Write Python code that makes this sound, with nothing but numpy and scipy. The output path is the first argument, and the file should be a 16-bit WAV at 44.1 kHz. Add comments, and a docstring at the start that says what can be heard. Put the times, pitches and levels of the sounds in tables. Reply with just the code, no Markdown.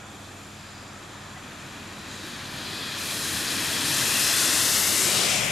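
"""Car passing on a flooded road

A vehicle comes up a wet country road and draws past on the left, its tyres hissing, throbbing and throwing
spray: filtered noise and tiny random impacts, made louder and quieter by distance, angle and puddles.
A nearby surface adds short echoes; the notches they cut glide upward as the vehicle comes close.
An engine idles close by (sine waves), insects trill (pulsing bands of noise), something knocks once (ringing
sines), and open country rushes faintly (noise)."""
import sys
import numpy as np
from scipy import signal
from scipy.fft import rfft, irfft, next_fast_len
from scipy.io import wavfile
from scipy.ndimage import uniform_filter1d, map_coordinates

SR = 44100
rng = np.random.default_rng(int(sys.argv[2]) if len(sys.argv) > 2 else 0)


def store_pcm(level_fs):
    """Save levels as 16-bit WAV."""
    pcm = np.round(np.clip(level_fs, -1, 1) * 32767).astype(np.int16)
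    wavfile.write(sys.argv[1], SR, np.atleast_2d(pcm).T)


N = 242991

# Basic curves of the pass, which each layer may scale or shift:
# t/s, left against right/dB, scattered against direct sound/dB
PASS_CURVES = [(0, 1, 5.5), (1.5, 1.5, 3), (2.5, 2, -0.5), (3.3, 2.5, -1.5), (4.3, 3.5, -0.5),
               (4.9, 4.5, -1), (5.25, 5.5, 7.5), (5.51, 7, 10.5)]
# Echo from a nearby surface: t/s, lag/ms, strength in the middle range (0-1), strength at all frequencies (0-1)
ECHO_CURVES = [(0, 1.42, 0.15, 0.1), (2.5, 1.41, 0.14, 0.11), (3.5, 1.39, 0.18, 0.1),
               (4.1, 1.36, 0.28, 0.08), (4.45, 1.29, 0.28, 0.08), (4.74, 1.24, 0.72, 0.08),
               (4.97, 1.21, 0.62, 0.06), (5.12, 1.1, 0.1, 0.02), (5.16, 0.48, 0.1, 0),
               (5.3, 0.6, 0.22, 0.03), (5.51, 0.66, 0.32, 0.12)]
# Tone colours of the noises, each later brought to its own loudness: f/Hz, relative level per Hz/dB
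RUMBLE_SPECTRUM = [(25, -26), (60, -11), (90, -4.5), (140, 0), (210, -2), (285, -0.5), (340, -2.5),
                   (430, -14), (700, -30)]
ROAR_SPECTRUM = [(220, -57), (380, 0), (480, 0), (620, 1.5), (800, -0.5), (1050, 2), (1300, -5.5),
                 (2200, -36)]
TREAD_SPECTRUM = [(700, -40), (1050, -10.5), (1300, -2), (1500, 0), (1850, 0.5), (2150, -2), (2500, -1.5),
                  (2950, -4), (3500, -8), (5500, -46)]
HISS_SPECTRUM = [(1900, -22), (2700, -5), (3300, 2), (3700, 2.5), (4100, 4), (5000, -1.5), (5700, -7),
                 (7000, -6), (10000, -52)]
SPRAY_SPECTRUM = [(3500, -33), (4900, -2), (5600, -2), (7000, -2), (8200, -2.5), (9000, -4.5), (10500, -27),
                  (14000, -50)]
MIST_SPECTRUM = [(6500, -17.5), (8500, -5), (9500, 2), (10500, 2), (11100, 0), (11550, 1.5), (12150, -1),
                 (12700, -4), (13800, -7), (15500, -25)]
FIELD_SPECTRUM = [(25, -19), (70, -6), (200, -2), (340, 5), (450, 3), (680, 7), (1000, 4.5), (1300, 9),
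                  (1850, -0.5), (2100, -1), (2500, 0.5), (2950, -9), (3500, 1), (4150, -8), (4430, -12),
                  (4800, -6.5), (5600, -6), (7000, -11), (9000, -11), (12500, -23), (14000, -48)]
# Tones of the idling engine, before their small wavering: f/Hz, rms level/dB
IDLE_TONES = [(38.7, -63), (77.4, -58.5), (97.2, -52.5), (134, -58), (206, -54)]
# Insect choruses, before pulsing and wavering: f/Hz, width/Hz, level/dB, pulse rate/Hz
INSECT_CHORUSES = [(7130, 870, -56.5, 19), (8070, 110, -68, 64), (6030, 310, -63.5, 63)]
# Drivetrain drone, sinking with the Doppler shift: t/s, base pitch/Hz, level/dB
DRIVE_CURVES = [(0, 72.8, -66), (2, 72.7, -55), (3, 71.64, -56), (3.55, 70.7, -46), (4.3, 69.3, -50),
                (4.8, 68.1, -52), (5.2, 66, -49), (5.51, 62, -48)]
# Tones of that drone: multiple of the base pitch, level added to the drone's/dB
DRONE_TONES = [(2, -6), (4, -2), (4.6, -8), (5.85, -10)]
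# Resonances of wheel wells and tread grooves, before the echo:
# t of the peak/s, length/s, f/Hz, width/Hz, peak level/dB, left against right/dB
WHEEL_RESONANCES = [(5.5, 0.33, 73, 38, -51, -1), (5.37, 0.45, 161, 106, -38, 6),
                    (5.08, 0.43, 368, 99, -41.5, 7), (5.27, 0.33, 630, 350, -36.5, 10),
                    (5.22, 0.23, 1220, 450, -40.5, 17), (5.28, 0.57, 2330, 900, -34.5, 6.5),
                    (5.36, 0.51, 3070, 1000, -33.5, 8)]
# How each tyre layer radiates: level at the closest point before the side-on loss/dB,
# loss per doubling of distance/dB, loss side on/dB, half width of that loss/degrees
LAYER_RADIATION = {"rumble": (-34.5, 10, 7, 28.5), "roar": (-33, 14, 6, 29.5),
                   "tread": (-24.5, 17, 10, 26.5), "hiss": (-22.5, 21.5, 14, 36),
                   "spray": (-32.5, 19, 6, 19.5), "mist": (-38.5, 17, 7.5, 29)}
# Puddles: t of entry/s, length/s, depth (0-1), build-up time before a layer's own factor/s
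PUDDLE_TIMES = [(0.046, 0.36, 0.37, 0.07), (2.036, 0.37, 0.15, 0.091), (2.497, 0.7, 0.34, 0.12),
                (2.938, 0.45, 0.94, 0.08), (3.416, 0.33, 0.79, 0.06), (3.716, 1.8, 1, 0.14)]
# Brief swells of noise in single bands: t of the peak/s, length/s, f/Hz, width/Hz, peak level/dB
NOISE_SWELLS = [(0.26, 0.07, 3970, 2000, -54), (0.6, 0.082, 3400, 2600, -60), (0.75, 0.38, 4910, 600, -59),
                (1.55, 0.25, 3470, 400, -67), (1.62, 0.046, 7350, 5000, -58), (2.02, 0.28, 3870, 400, -55),
                (2.13, 0.08, 7000, 2000, -49.5), (2.277, 0.059, 9500, 7000, -52),
                (2.548, 0.1, 10500, 4000, -52), (2.82, 0.24, 3930, 2230, -42),
                (2.924, 0.15, 3280, 260, -45), (3.015, 0.04, 6840, 3000, -41),
                (3.082, 0.092, 2450, 400, -43), (3.26, 0.077, 7100, 3500, -41),
                (4.174, 0.19, 2660, 400, -35.5), (4.273, 0.1, 5450, 500, -33), (4.33, 0.38, 1640, 500, -40),
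                (4.8, 0.29, 11500, 2540, -32.5), (5.028, 0.18, 8000, 3000, -30.5),
                (5.194, 0.15, 4300, 2400, -30.5), (5.362, 0.06, 7050, 1800, -37)]
# Throbs on rough road: t of the peak/s, length/s, f/Hz, width/Hz, peak level/dB
ROAD_THROBS = [(2.238, 0.073, 284, 98, -48), (2.7, 0.24, 281, 50, -53), (2.75, 0.27, 143, 25, -52),
               (3.313, 0.08, 287, 98, -44), (3.36, 0.059, 105, 70, -43), (3.597, 0.13, 284, 70, -37.5),
               (3.902, 0.09, 289, 120, -42), (4.0, 0.19, 141, 50, -42), (4.016, 0.12, 310, 98, -44),
               (4.476, 0.09, 307, 98, -39), (4.658, 0.04, 272, 98, -40), (4.94, 0.04, 290, 160, -41.5),
               (5.059, 0.02, 140, 140, -37.5), (5.153, 0.06, 175, 120, -39), (5.265, 0.04, 176, 120, -39.5),
               (5.424, 0.075, 150, 140, -36)]
# Ringing of one faint knock: f/Hz, level added to the knock's/dB, time to fall by 60 dB/s
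KNOCK_RINGING = [(738, -1, 0.082), (1980, 1, 0.09), (3470, -9, 0.05)]
# How the sound of the water falls away around the pass: start t/s, fall rate/(dB per s)
WATER_FALL = {"hiss": (5.355, 67), "spray": (5.316, 37), "mist": (5.08, 24)}

KNOCK_S, KNOCK_DB = 1.362, -38
# The straight drive: moment of drawing level, speed, closest distance
PASS_S, SPEED_M_PER_S, CLOSEST_M = 5.31, 13.11, 21
HISS_WET_DB, SPRAY_WET_DB, MIST_WET_DB = 5.0, 10.5, 15  # gain at full water: the finer the drops, the more
FILM_DEPTH = 0.18  # water amount (0-1) at which the hiss already has three quarters of its gain
SETTLE_S = 0.24  # decay time of thrown water after a puddle
HEAVY_BUILD, MIST_BUILD = 0.62, 0.58  # factors on the build-up time of the puddles
# An upright echo just ahead of the inverted one: its lag and gain as shares of the inverted one's
UPRIGHT_LAG, UPRIGHT_GAIN = 0.868, 0.46
# Dip in the right channel side on: centre, half width, depth (0-1), half width of the angle
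SHADE_HZ, SHADE_WIDTH_HZ, SHADE_DEPTH, SHADE_DEG = 836, 550, 0.43, 16
TOP_HZ = 15700  # nothing is kept from here up


def amp(db):
    """Turns decibels into gain."""
    return 10 ** (np.asarray(db) / 20)


def unit(x):
    """Brings x to rms 1."""
    return x / np.sqrt(np.mean(x ** 2) + 1e-20)


def along(points, hz):
    """Reads (f/Hz, value) points along a log frequency axis."""
    f, values = np.transpose(points)
    return np.interp(np.log(hz + 1), np.log(f + 1), values)


def curves(rows):
    """Gives one value per sample for each column after the time."""
    times, *columns = np.transpose(rows)
    return [np.interp(np.arange(N) / SR, times, column) for column in columns]


def wobble(rate):
    """Draws a smooth random curve through `rate` random points a second."""
    knots = rng.standard_normal(int(N * rate / SR) + 4)
    return map_coordinates(knots, [np.arange(N) * rate / SR])


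def swell(peak_s, length_s):
    """Rises and falls smoothly; `length_s` away from the peak, about 14 % is left."""
    return np.exp(-2 * ((np.arange(N) / SR - peak_s) / length_s) ** 2)


def filtered(x, response):
    """Multiplies the spectrum of x by a response of frequency."""
    size = next_fast_len(N + SR // 2)  # spare room keeps the end from wrapping onto the start
    gain = response(np.fft.rfftfreq(size, 1 / SR))
    return irfft(rfft(x, size) * gain, size)[..., :N]


def coloured(x, spectrum):
    """Gives x a spectrum that falls away above its last point, at rms 1."""
    top_hz = spectrum[-1][0]
    return unit(filtered(x, lambda hz: amp(along(spectrum, hz)) / (1 + (hz / top_hz / 2) ** 10)))


def band(x, hz, width_hz):
    """Keeps one resonance of x, `width_hz` wide at half gain, at rms 1."""
    return unit(filtered(x, lambda f: 1 / (1 + (2 * (f - hz) / width_hz) ** 4)))


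def turbulence():
    """Draws two unrelated white noises: one heard directly, one scattered."""
    return rng.standard_normal((2, N))


def droplets(rate, size_db, share):
    """Mixes `rate` tiny unequal impacts a second into direct noise; share is their part of its power."""
    share = np.clip(share, 0, 1)
    strengths = amp(size_db * np.minimum(rng.exponential(size=N), 4))
    signs = rng.choice([-1, 1], N)
    impacts = unit(strengths * signs * (rng.random(N) < rate / SR))
    direct, scattered = turbulence()
    return np.array([np.sqrt(1 - share) * direct + np.sqrt(share) * impacts, scattered])


def place(pair, pan_db, side_db):
    """Leans direct sound to one side (left if positive); scattered sound differs between the ears."""
    direct, scattered = pair
    side = amp(side_db) * scattered
    lean = np.tanh(pan_db * np.log(10) / 40)  # makes the left-right difference exactly pan_db
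    return np.array([direct * (1 + lean) + side, direct * (1 - lean) - side])


def drifting(x, depth_db, band_size, frame_size):
    """Narrow bands brighten and dull at random, as in moving air: fully until 1 s, then fading
    to a weaker drift from 4.5 s on."""
    _, t, z = signal.stft(x, SR, nperseg=512)
    patches = rng.standard_normal(z.shape[1:])
    for _ in range(2):
        patches = uniform_filter1d(patches, band_size, 0)
        patches = uniform_filter1d(patches, frame_size, 1)
    strength = np.interp(t, [1, 4.5], [1, .4])
    changed = z * amp(depth_db * strength * unit(patches))
    return signal.istft(changed, nperseg=512)[1][:, :N]


def delayed(x, lag_ms):
    """Plays both channels of x later, by a changing lag."""
    read_at = np.arange(N) - lag_ms * SR / 1000
    return np.array([map_coordinates(channel, [read_at]) for channel in x])


def position():
    """Follows a straight drive: distance (m), and angle from side on (degrees)."""
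    ahead_m = SPEED_M_PER_S * (PASS_S - np.arange(N) / SR)
    return np.hypot(ahead_m, CLOSEST_M), np.degrees(np.arctan2(ahead_m, CLOSEST_M))


def side_on(width_deg):
    """Is 1 as the vehicle draws level and shrinks towards 0 away from side on."""
    _, angle_deg = position()
    return np.exp(-(angle_deg / width_deg) ** 2)


def passing_db(layer):
    """Grows a layer as the vehicle nears; tyres beam fore and aft, so it weakens side on."""
    level_db, doubling_db, side_loss_db, width_deg = LAYER_RADIATION[layer]
    distance_m, _ = position()
    doublings = np.log2(distance_m / CLOSEST_M)
    return level_db - doubling_db * doublings - side_loss_db * side_on(width_deg)


def field():
    """The faint, wide rush of open country: noise that drifts in slow patches."""
    rush = drifting(coloured(turbulence(), FIELD_SPECTRUM), depth_db=1.0, band_size=9, frame_size=28)
    return amp(-47 + 0.21 * wobble(4.0)) * place(rush, pan_db=0.0, side_db=-8.5)


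def idle():
    """An idling engine hums in low tones that waver together in pitch and separately in strength."""
    clock = np.cumsum(1 + 0.0029 * wobble(3.13) + 0.0014 * wobble(14)) / SR
    hum = np.zeros(N)
    for hz, db in IDLE_TONES:
        strength = amp(db + 0.35 * wobble(4.34))
        hum += strength * np.sin(2 * np.pi * (hz * clock + rng.random()))
    return np.sqrt(2) * hum  # a sine of rms 1 peaks at the root of 2


def insects():
    """Many insects of each kind blur into a narrow, lightly pulsing band of noise."""
    chorus = np.zeros((2, N))
    for hz, width_hz, db, pulse_rate in INSECT_CHORUSES:
        pulse_phase = np.cumsum(pulse_rate * (1 + 0.048 * wobble(2.6))) / SR
        pulses = 1 + 0.19 * np.sin(2 * np.pi * pulse_phase)
        waver_db = 0.3 * wobble(5)
        kind = place(band(turbulence(), hz, width_hz), pan_db=-0.5, side_db=-10.0)
        chorus += amp(db + waver_db) * pulses * kind
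    return chorus


def drivetrain():
    """Turning parts make a faint, rough drone whose pitch sinks as the vehicle draws level."""
    hz, db = curves(DRIVE_CURVES)
    pan_db, _ = curves(PASS_CURVES)
    turns = np.cumsum(hz * (1 + 0.0036 * wobble(8))) / SR
    drone = np.zeros(N)
    for multiple, level_db in DRONE_TONES:
        strength = amp(level_db + 1.5 * wobble(5.7))
        drone += strength * np.sin(2 * np.pi * (multiple * turns + rng.random()))
    return amp(db) * drone * amp(np.array([pan_db, -pan_db]) * 0.2)


def tyres():
    """Tyre bodies rumble, air roars around the wheels, and the tread pumps air and water from its grooves."""
    pan_db, scatter_db = curves(PASS_CURVES)
    rumble = place(coloured(turbulence(), RUMBLE_SPECTRUM), 1.0 * pan_db, -26.0 + 0.13 * scatter_db)
    roar = place(coloured(turbulence(), ROAR_SPECTRUM), 2.9 * pan_db - 6.5, -8.0 + 0.21 * scatter_db)
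    grooves = coloured(droplets(rate=3000, size_db=3, share=0.27), TREAD_SPECTRUM)
    tread = place(grooves, 1.03 * pan_db, -12.5 + 1.04 * scatter_db)
    tread_db = passing_db("tread") + 0.26 * wobble(12)
    return amp(passing_db("rumble")) * rumble + amp(passing_db("roar")) * roar + amp(tread_db) * tread


def thrown_water(build_factor):
    """Water in the air (0-1): each puddle splashes up, holds and settles; the strongest one counts."""
    t = np.arange(N) / SR
    amounts = []
    for start_s, length_s, depth, build_s in PUDDLE_TIMES:
        rise = 1 - np.exp(-np.maximum(t - start_s, 0) / (build_factor * build_s))
        settling = np.exp(-np.maximum(t - start_s - length_s, 0) / SETTLE_S)
        amounts.append(depth * rise * settling)
    return np.max(amounts, axis=0)


def water_db(layer):
    """The level of a water layer along the pass, with its extra fall around the moment of passing."""
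    start_s, db_per_s = WATER_FALL[layer]
    return passing_db(layer) - db_per_s * np.maximum(np.arange(N) / SR - start_s, 0)


def water():
    """The water film tears into hiss, spray and mist, swelling in puddles and surging together at random."""
    heavy, fine = thrown_water(HEAVY_BUILD), thrown_water(MIST_BUILD)
    pan_db, scatter_db = curves(PASS_CURVES)
    hiss = coloured(droplets(rate=3300, size_db=6.5, share=0.11), HISS_SPECTRUM)
    spray = coloured(droplets(rate=2900, size_db=1.5, share=0.36), SPRAY_SPECTRUM)
    mist = coloured(droplets(rate=3300, size_db=3.0, share=0.39), MIST_SPECTRUM)
    hiss_db = water_db("hiss") + HISS_WET_DB * np.tanh(heavy / FILM_DEPTH)
    spray_db = water_db("spray") + SPRAY_WET_DB * heavy
    mist_db = water_db("mist") + MIST_WET_DB * fine
    hiss = amp(hiss_db) * place(hiss, pan_db, -18.0 + scatter_db)
    spray = amp(spray_db) * place(spray, pan_db, -26.0 + 1.9 * scatter_db)
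    mist = amp(mist_db) * place(mist, 1.26 * pan_db, -20 + 1.8 * scatter_db)
    surge_db = .42 * wobble(16) + .25 * wobble(70)
    return amp(surge_db) * (hiss + spray + mist)


def noise_swells():
    """Brief swells of grainy noise in single bands, from low to very high, scattered through the approach."""
    pan_db, scatter_db = curves(PASS_CURVES)
    grains = droplets(rate=2500, size_db=5.5, share=0.38)
    swells = np.zeros((2, N))
    for peak_s, length_s, hz, width_hz, db in NOISE_SWELLS:
        swells += amp(db) * swell(peak_s, length_s) * band(grains, hz, width_hz)
    return place(swells, pan_db, -17 + scatter_db)


def knock():
    """A small, soft contact rings briefly: a few sines that die away."""
    t = np.maximum(np.arange(N) / SR - KNOCK_S, 0)
    ring = sum(amp(db - 60 * t / t60) * np.sin(2 * np.pi * hz * t) for hz, db, t60 in KNOCK_RINGING)
    soft_start = 1 - np.exp(-t / 0.003)
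    return amp(KNOCK_DB) * soft_start * ring


def throbs():
    """On rough road the tyres and the air inside them boom in uneven lumps."""
    pan_db, _ = curves(PASS_CURVES)
    air = turbulence()
    lumps = np.zeros((2, N))
    for peak_s, length_s, hz, width_hz, db in ROAD_THROBS:
        lumps += amp(db) * swell(peak_s, length_s) * band(air, hz, width_hz)
    return place(lumps, 0.67 * pan_db, side_db=-12)


def flanks():
    """Near side on, wheel wells boom and tread grooves ring like short pipes, each with its own peak."""
    ringing = np.zeros((2, N))
    for peak_s, length_s, hz, width_hz, db, pan_db in WHEEL_RESONANCES:
        resonance = place(band(turbulence(), hz, width_hz), pan_db, side_db=-23)
        ringing += amp(db) * swell(peak_s, length_s) * resonance
    return ringing


def reflected(x, best_hz, focus):
    """Adds close echoes that cut a moving comb of notches, deepest in the middle range."""
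    lag_ms, middle, broad = curves(ECHO_CURVES)
    middle_range = filtered(x, lambda hz: 1 / np.sqrt(1 + (focus * (hz / best_hz - best_hz / (hz + 1))) ** 2))
    inverted_middle = -middle * delayed(middle_range, lag_ms)
    upright = UPRIGHT_GAIN * delayed(x, UPRIGHT_LAG * lag_ms)
    return x + inverted_middle + broad * (upright - delayed(x, lag_ms))


def shaded(x):
    """As the vehicle draws level, part of its roar drops out of the right channel, as if shaded."""
    left, right = x
    hidden = filtered(right, lambda hz: np.exp(-((hz - SHADE_HZ) / SHADE_WIDTH_HZ) ** 2))
    return np.array([left, right - np.clip(SHADE_DEPTH, 0, 1) * side_on(SHADE_DEG) * hidden])


def scene():
    """Sets the vehicle and its echo over the sounds of the roadside."""
    rolling = reflected(tyres() + water() + flanks(), best_hz=2380, focus=8)
    through_air = drifting(rolling + noise_swells(), depth_db=1.0, band_size=3, frame_size=36)
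    vehicle = through_air + throbs() + drivetrain()
    return shaded(vehicle) + idle() + insects() + knock() + field()


def record(dry):
    """Cuts off everything from the band limit up."""
    return filtered(dry, lambda hz: hz < TOP_HZ)


dry = scene()
out = record(dry)
store_pcm(out)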